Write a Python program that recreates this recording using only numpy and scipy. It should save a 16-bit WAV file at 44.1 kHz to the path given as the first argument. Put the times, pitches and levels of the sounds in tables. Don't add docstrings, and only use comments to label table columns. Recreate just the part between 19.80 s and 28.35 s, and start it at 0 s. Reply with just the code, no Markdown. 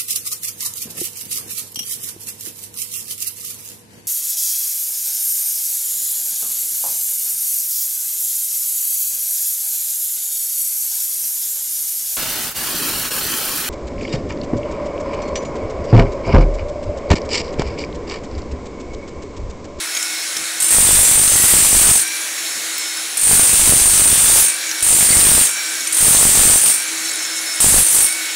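import sys
import numpy as np
from scipy import signal
from scipy.io import wavfile
from scipy.ndimage import uniform_filter1d

SR = 44100
rng = np.random.default_rng(int(sys.argv[2]) if len(sys.argv) > 2 else 0)


def volts_from_db(level):
    exponent = np.asarray(level, float) / 20
    return 10 ** exponent


def master_out(mix):
    frames = np.transpose(np.atleast_2d(mix))
    ceiling = np.clip(frames, -1, 1)
    pcm = np.round(ceiling * 32767).astype(np.int16)
    wavfile.write(sys.argv[1], SR, pcm)


N = 377055

# (first blow [s], end [s])
BURSTS = [
    (.8005, 2.3),
    (3.3695, 4.78),
    (5.0235, 5.76),
    (6.1235, 7.06),
    (7.8025, 8.4),
]
# (first blow [dB], rise [s], held level [dB], lifted at [s])
STROKES = [
    (-19, 0.13, -14, 2.148),
    (-19.5, .17, -13.6, 4.635),
    (-15.5, 0.35, -13.5, 5.625),
    (-17.5, 0.12, -13.5, 6.905),
    (-13.5, .1, -14, 8.215),
]
# (time [s], half length [s], shank [dB], free ring [dB], force [dB])
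SKIDS = [(1.0, 0.066, 0, 2, 0.2), (1.413, 0.044, 5, 7, -.4), (1.64, 0.087, 4, -10, 0),
         (1.9, 0.13, 1.5, -7, 0.2), (2.1, 0.025, -1, 0, 3), (3.44, 0.11, 6, 8.5, -.3),
         (3.85, .15, -2.0, -5.5, -0.5), (4.242, .06, 0, 6.5, -0.7), (4.6, .06, 2.5, -2.5, 1.5),
         (5.11, 0.12, 1, 7, 0), (5.39, 0.087, -8, 2.5, .4), (6.68, .06, -2, 0, 0.2),
         (6.803, 0.011, 1, -3.0, -2), (8.085, .015, -6, .5, -1), (8.15, 0.043, 6, 0.5, .4),
         (8.236, 0.026, 12.5, 4.0, -0.7)]


def rms_one(x):
    return x / np.sqrt(np.mean(x ** 2) + 1e-20)


def in_time(tables):
    rows = np.concatenate(tables)
    return [np.interp(np.arange(N) / SR, rows[:, 0], column) for column in rows.T[1:]]


def during(spans):
    t = np.arange(N) / SR
    return sum((t >= a) & (t <= b) for a, b in spans)


def passing_db(rows, column):
    t = np.arange(N) / SR
    return sum(row[column] * np.exp(-((t - row[0]) / row[1]) ** 2) for row in rows)


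def drift(rate_hz):
    r = np.exp(-80 * np.pi * rate_hz / SR)
    white = rng.standard_normal(N // 40 + 2002)
    slow = signal.lfilter([1], [1, -2 * r, r * r], white)[2000:]
    return np.interp(np.arange(N) / 40, np.arange(len(slow)), rms_one(slow))


def ring(x, hz, t60_s):
    r, w = volts_from_db(-60 / (t60_s * SR)), 2 * np.pi * hz / SR
    return signal.lfilter([0, np.sin(w)], [1, -2 * r * np.cos(w), r * r], x + 1e-18)


def tone(hz, width_hz):
    phase = 2 * np.pi * np.cumsum(hz + width_hz * drift(23.5)) / SR
    return np.sqrt(2) * np.sin(phase)


def coloured(spectrum, patchy_db):
    out, white = 0, rng.standard_normal((2, N))
    edges_hz = 70 * 2 ** np.arange(0, 8.1, 1 / 4)
    hz, level_db = np.transpose(spectrum)
    for k, (low, high) in enumerate(zip(edges_hz, edges_hz[1:])):
        sos = signal.butter(2, [low, high], "band", fs=SR, output="sos")
        band_db = np.interp(np.log(low * high) / 2, np.log(hz), level_db) + patchy_db * drift(5.2)
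        out = out + signal.sosfilt(sos, white[k % 2]) * volts_from_db(band_db)
    return rms_one(out)


def dying(clicks, tau_s):
    return signal.lfilter([1], [1, -np.exp(-1 / (tau_s * SR))], clicks + 1e-18)


def hammer():
    # (time [s], push as floor shock [dB], depth as contact re ring [dB])
    tip = [
        [(.81, -57, -4), (.97, -22, -7), (1.18, -20.5, -8), (1.26, -31, -2), (1.33, -23, -7.5),
         (1.65, -26.5, -8), (2.1, -18, -5.5), (2.17, -60, -5.5)],
        [(3.38, -58, -7), (3.52, -19.5, -8), (3.66, -33.5, -8.5), (3.88, -18.5, -5.5), (3.98, -24, -7),
         (4.2, -25, -9.5), (4.62, -25.5, -6), (4.7, -58, -15)],
        [(5.03, -30, -12), (5.1, -29, -3), (5.39, -21, -8), (5.6, -23.5, -8), (5.67, -50, -5)],
        [(6.13, -64, -9), (6.22, -24.5, -6.5), (6.69, -19.5, -7.5), (6.77, -33, -5), (6.81, -45, -7),
         (6.93, -57, -12)],
        [(7.81, -33, -4), (7.84, -18.5, -3.5), (8.0, -14.5, -8), (8.07, -48, -7), (8.14, -33, -1),
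         (8.25, -40, -10), (8.29, -60, -13)],
    ]
    # (frequency [Hz], level [dB], t60 [s])
    chisel = [(8682, -2.5, 0.016), (8840, -3.5, 0.03), (9164, -2, 0.021), (9326, -5, 0.0071),
              (8433, -4.5, 0.018)]
    contact = [(6354, -7, 0.052), (7120, -4, 0.0078), (7636, 1, 0.014), (8090, 1.5, 0.011),
               (5950, -12, 0.11)]
    shank = [(10177, -3, .011), (10645, -3, 0.0066), (11660, -13.5, 0.019), (12020, -9, 0.03)]
    overdrive, knee_db = 1.64, -17

    ring_db, (shock_db, contact_db) = stroke_db(), in_time(tip)
    depth_db, push_db = contact_db + 7, shock_db + 26
    shank_db = -6.5 + 0.66 * depth_db + passing_db(SKIDS, column=2) + 1.8 * drift(7.9)
    free_db = -6 - 0.048 * depth_db - 0.033 * push_db + passing_db(SKIDS, column=3) + 1.13 * drift(4.9)
    shock_db = shock_db + 1.8 * drift(29.0)
    on = during(BURSTS)
    force = on * volts_from_db(ring_db + overdrive * np.maximum(ring_db - knee_db, 0))

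    clicks = blows(jitter_s=.0012, spread_db=3.5)
    bite = np.clip((shock_db + 37) / 25, 0, 1)
    rebounds = .45 * bite * np.roll(clicks, round(.0101 * SR))
    rattle = dying(clicks + rebounds, .009) + .19 + .22 * bite

    steel = 0.85 * steel_modes(rattle, chisel)
    steel = steel + volts_from_db(free_db + 1.5) * bell(rattle)
    steel = steel + volts_from_db(contact_db + 1.5) * steel_modes(rattle, contact)
    steel = steel + volts_from_db(shank_db - 1.35) * steel_modes(rattle, shank)
    sound = force * (steel + breaking_tile(rattle, push_db)) + loose_tile(rattle)
    return sound, jolts(clicks, on * volts_from_db(shock_db - 3))


def stroke_db():
    fade_db_per_s2, flicker_db = 760, 0.43
    t, out = np.arange(N) / SR, np.zeros(N)
    for (a, b), (first_db, rise_s, held_db, lift_s) in zip(BURSTS, STROKES):
        level_db = np.interp(t, [a, a + rise_s], [first_db, held_db])
        level_db = level_db - fade_db_per_s2 * np.maximum(t - lift_s, 0) ** 2
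        out = np.where(t >= a, level_db, out)
    return out + passing_db(SKIDS, column=4) + flicker_db * drift(6.1)


def blows(jitter_s, spread_db):
    blows_per_s = [48.85, 49.64, 49.51, 49.16, 49.9]
    first_blow_spreads, idling_db_per_s = 0.31, 44
    clicks = np.zeros(N)
    for (a, b), rate, (_, _, _, lift_s) in zip(BURSTS, blows_per_s, STROKES):
        at_s = np.arange(a, b, 1 / rate) + .001
        luck = rng.standard_normal((100, 2))[:len(at_s)]
        luck[0] = 0, first_blow_spreads
        force_db = spread_db * luck[:, 1] - idling_db_per_s * np.maximum(at_s - lift_s, 0)
        clicks[((at_s + jitter_s * luck[:, 0]) * SR).astype(int)] = volts_from_db(force_db)
    return clicks


def steel_modes(rattle, modes):
    out = 0
    for hz, db, t60_s in modes:
        level = volts_from_db(db + 2.37 * drift(3.45)) / np.sqrt(t60_s)
        out = out + level * ring(rattle * rng.standard_normal(N), hz, t60_s)
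    return rms_one(out)


def bell(rattle):
    bell_hz, t60_s, wander_hz = 8935, .045, 38
    kicks = rattle * (rng.standard_normal(N) + 1j * rng.standard_normal(N))
    envelope = signal.lfilter([1], [1, -volts_from_db(-60 / (t60_s * SR))], kicks)
    phase = 2 * np.pi * np.cumsum(bell_hz + wander_hz * drift(4)) / SR
    return rms_one(np.real(envelope * np.exp(1j * phase)))


def breaking_tile(rattle, push_db):
    # (frequency [Hz], density [dB per Hz])
    spectrum = [(120, -67), (200, -28.5), (1440, -13), (1900, -10), (4990, -9), (6810, -8), (8800, 1),
                (9640, -12), (15800, -10.5)]
    level = volts_from_db(-4.5 + 0.019 * np.minimum(push_db, 0))
    return level * rms_one(rattle) * coloured(spectrum, patchy_db=0.9)


def loose_tile(rattle):
    # (from [s], to [s], frequency [Hz], level [dB], t60 [s])
    singing = [
        (0.897, 1.0, 1870, -28.5, 0.11),
        (1.08, 1.332, 3500, -25, 0.086),
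        (1.55, 1.734, 1940, -25, 0.064),
        (1.82, 1.98, 6000, -24, 0.1),
        (2.034, 2.09, 1530, -23, 0.031),
        (4.287, 4.553, 3470, -24.5, 0.055),
        (5.27, 5.33, 4520, -27, .06),
        (5.33, 5.37, 2110, -12.5, 0.022),
    ]
    noise, out = rattle * rng.standard_normal(N), 0
    for a, b, hz, db, t60_s in singing:
        gate = uniform_filter1d(1. * during([(a, b)]), size=1500)
        out = out + volts_from_db(db - 2.0) * rms_one(ring(noise, hz, t60_s)) * gate
    return out


def jolts(clicks, shock):
    # (time [s], peak [dB], direction [+1/-1])
    heavy_blows = [(0.985, 3, 1), (1.091, -2, 1), (1.314, -4, 1), (1.398, -4, 1), (1.557, -3, 1),
                   (1.639, 0, -1), (1.738, 5, 1), (1.758, -4, 1), (2.016, -1, 1), (2.114, 3, -1),
                   (3.512, -1, 1), (3.596, -1, 1), (3.74, -1, 1), (3.883, -7, 1), (3.924, 4, -1),
                   (3.965, -1, 1), (4.329, 2, 1), (5.306, 2, 1), (5.369, 4.5, -1), (5.517, 1, -1),
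                   (5.58, 1, -1), (6.283, 1, 1), (6.348, -1, 1), (6.429, 2, -1), (6.454, 5, 1),
                   (6.574, -7, 1), (6.698, -3, 1), (6.759, 0, 1), (7.844, 2, 1), (7.942, 0, 1)]
    forward_share = 0.95
    direction = np.sign(forward_share - rng.random(N))
    pushes = 3.5 * shock * np.sqrt(clicks) * rng.uniform(0.33, 1.7, N) * direction
    for s, db, way in heavy_blows:
        pushes[round((s - .009) * SR):round((s + .009) * SR)] = 0
        pushes[round(s * SR)] = volts_from_db(db - 2.5) * np.sign(way)
    lag_s, point = np.arange(-300, 301) / SR, rng.random(N)
    pointed = signal.fftconvolve(pushes * point, 1.67 * np.exp(-np.abs(lag_s) / 0.00011), "same")
    blunt = signal.fftconvolve(pushes * (1 - point), 0.37 * np.exp(-np.abs(lag_s) / 0.0008), "same")
    rumble = (dying(clicks, 0.0024) + 0.12) * rng.standard_normal(N)
    rumble = rms_one(signal.sosfilt(signal.butter(1, 70, fs=SR, output="sos"), rumble))
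    return 0.57 * shock * rumble + pointed + blunt


def motor():
    # (heard from [s], to [s], fastest at [s], overshoot [Hz])
    races = [
        (0, .9, -1.0, 0.0),
        (2.2, 3.4, 2.3, 372),
        (4.66, 5.05, 4.78, 328),
        (5.68, 6.14, 5.79, 292),
        (6.92, 7.82, 7.02, 278),
        (8.2, 8.55, 8.34, 128),
    ]
    # (time [s], whine level [dB], housing level [dB])
    turn = [(0, -42, -40), (.25, -31.5, -30), (.45, -37, -38), (.85, -36, -38), (2.3, -35, -30.5),
            (2.44, -42, -35), (2.66, -34.5, -42), (2.86, -42, -40), (3.06, -33.5, -33), (3.35, -40, -45.5),
            (4.7, -37, -31), (5.0, -37, -34), (5.8, -33.5, -30), (6.1, -38, -36), (7.03, -36, -33),
            (7.14, -39, -36.5), (7.75, -29.5, -32), (8.4, -34, -31)]
    # (time [s], half length [s], change [dB])
    screened = [(.47, 0.046, -6), (2.22, 0.032, -6), (5.7, .04, -5), (8.54, 0.047, -5), (.72, .07, -7),
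                (2.43, .04, -8), (2.86, .06, -7), (3.28, 0.063, -6), (4.77, .025, -7), (5.93, .03, -8),
                (6.1, .05, -9), (7.14, .06, -10), (7.37, 0.018, -3), (7.63, 0.028, -15), (8.38, 0.023, -11)]
    # (multiple of whine [ratio], level [dB], re whine above ratio 0.5 and re housing below, width
    # [Hz])
    motor_tones = [(.28, -12.5, 35), (.413, -7.5, 22), (.708, -14, 9.1), (1.353, -12, 10.6)]
    idle_hz, race_s, settle_s = 5298, .27, .31

    t, hz = np.arange(N) / SR, np.full(N, 1. * idle_hz)
    for a, b, top_s, over_hz in races:
        width_s = np.where(t < top_s, race_s, settle_s)
        race_hz = over_hz * np.exp(-((t - top_s) / width_s) ** 2)
        hz = np.where(t >= a - .05, idle_hz + race_hz, hz)
    whine_db, housing_db = in_time([turn])
    free = uniform_filter1d(1. * during([row[:2] for row in races]), size=900)
    fellows = 0
    for ratio, db, width_hz in motor_tones:
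        base_db = whine_db if ratio > .5 else housing_db
        fellows = fellows + volts_from_db(base_db + db + 5.0 + 1.8 * drift(12)) * tone(ratio * hz, width_hz)
    whine_db = whine_db + 1.5 + passing_db(screened, column=2) + 2.8 * drift(16)
    return free * (volts_from_db(whine_db) * tone(hz, 2.3) + fellows)


def shards():
    # (time [s], peak [dB], frequency [Hz], t60 [s])
    landings = [(.1495, -15, 6600, 0.066), (0.15, -19, 3180, 0.053), (0.168, -11, 4440, 0.0099),
                (0.172, -12, 6700, .03), (.169, -21, 2300, 0.089), (0.2274, -11, 7400, 0.009),
                (0.567, -11.5, 5800, 0.0059), (.571, -14, 8560, 0.011), (2.98, -16, 15000, .04),
                (3.17, -21, 10500, 0.029), (4.869, -18, 6900, 0.031), (4.892, -16, 6570, .03),
                (4.9128, -8.5, 5950, 0.021), (5.006, -14, 8950, 0.1), (7.76, -19, 9000, .08),
                (5.007, -28, 7200, 0.019), (6.072, -12, 8850, 0.04), (6.085, -26, 7100, 0.0087)]
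    out, length = np.zeros(N), 4000
    sos = signal.butter(2, [2000, 10500], "band", fs=SR, output="sos")
    for s, db, hz, t60_s in landings:
        at = round(s * SR)
        tick = rng.standard_normal(length) * np.exp(-np.arange(length) / (0.0028 * SR))
        body = ring(tick, hz, t60_s)
        bright = signal.sosfilt(sos, tick)
        out[at:at + length] += volts_from_db(db) * (body / np.abs(body).max() + 0.71 * bright)
    return out


def vacuum():
    # (frequency [Hz], level [dB])
    air = [(120, -26.5), (250, -10.5), (500, -5), (1100, -4), (1500, 3.0), (2300, 4.5), (3000, -0.5),
           (4100, 4), (4900, -1.1), (6500, 4), (9500, 2), (11000, 3.5), (12800, -17.5), (15200, -7.5)]
    # (frequency [Hz], level [dB], width [Hz])
    fan = [(323, -47, 2.5), (5605, -46, 3), (6537, -48, 5)]
    hiss_db, dust_db, dust_clears_s = -24, 1, 0.35
    t = np.arange(N) / SR
    dust = sum((t > b) * np.exp(-np.abs(t - b) / dust_clears_s) for a, b in BURSTS)
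    hiss = volts_from_db(hiss_db + dust_db * dust) * coloured(air, patchy_db=1.28)
    tones = sum(volts_from_db(db + 3.5 * drift(11)) * tone(np.full(N, hz), width_hz) for hz, db, width_hz in fan)
    return hiss + tones + hose_grit()


def hose_grit():
    # (time [s], level [dB])
    grit_level = [
        (0, -37),
        (.36, -43),
        (.78, -36),
        (2.4, -42),
        (3.35, -38),
        (4.9, -43),
        (5.95, -28),
        (7.4, -29),
        (8.5, -47),
    ]
    (level_db,) = in_time([grit_level])
    grains_per_s = 260 * volts_from_db(5 * drift(12))
    grains = (rng.random(N) < grains_per_s / SR) * volts_from_db(3.8 * rng.standard_normal(N))
    dealt = rng.integers(0, 12, N)
    pitches_hz = np.geomspace(5900, 9600, 12)
    grit = sum(ring(grains * (dealt == k), hz, t60_s=.014) for k, hz in enumerate(pitches_hz))
    return volts_from_db(level_db) * rms_one(grit)


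def boots():
    # (time [s], level [dB])
    thuds = [
        (.61, -44.5),
        (2.78, -48.5),
        (7.299, -55),
    ]
    t = np.arange(N) / SR
    swell = sum(volts_from_db(db) * np.exp(-((t - s) / 0.051) ** 2) for s, db in thuds)
    sos = signal.butter(2, [110, 500], "band", fs=SR, output="sos")
    return swell * rms_one(signal.sosfilt(sos, rng.standard_normal(N)))


def scene():
    steel, shock = hammer()
    return np.array([steel + motor() + shards() + vacuum() + boots(), shock])


def saturate(x, top):
    return top * x / (top ** 8 + x ** 8) ** .125


def roll_off(x):
    return signal.sosfilt(signal.butter(12, 16040, fs=SR, output="sos"), x)


def record(dry):
    air, shock = dry
    capsule = saturate(air, top=0.38)
    mono = saturate(capsule + shock, top=0.56)
    mono = signal.sosfilt(signal.ellip(12, .1, 70, 15690, fs=SR, output="sos"), mono)
    return roll_off(np.array([mono, mono]))


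dry = scene()
out = record(dry)
master_out(out)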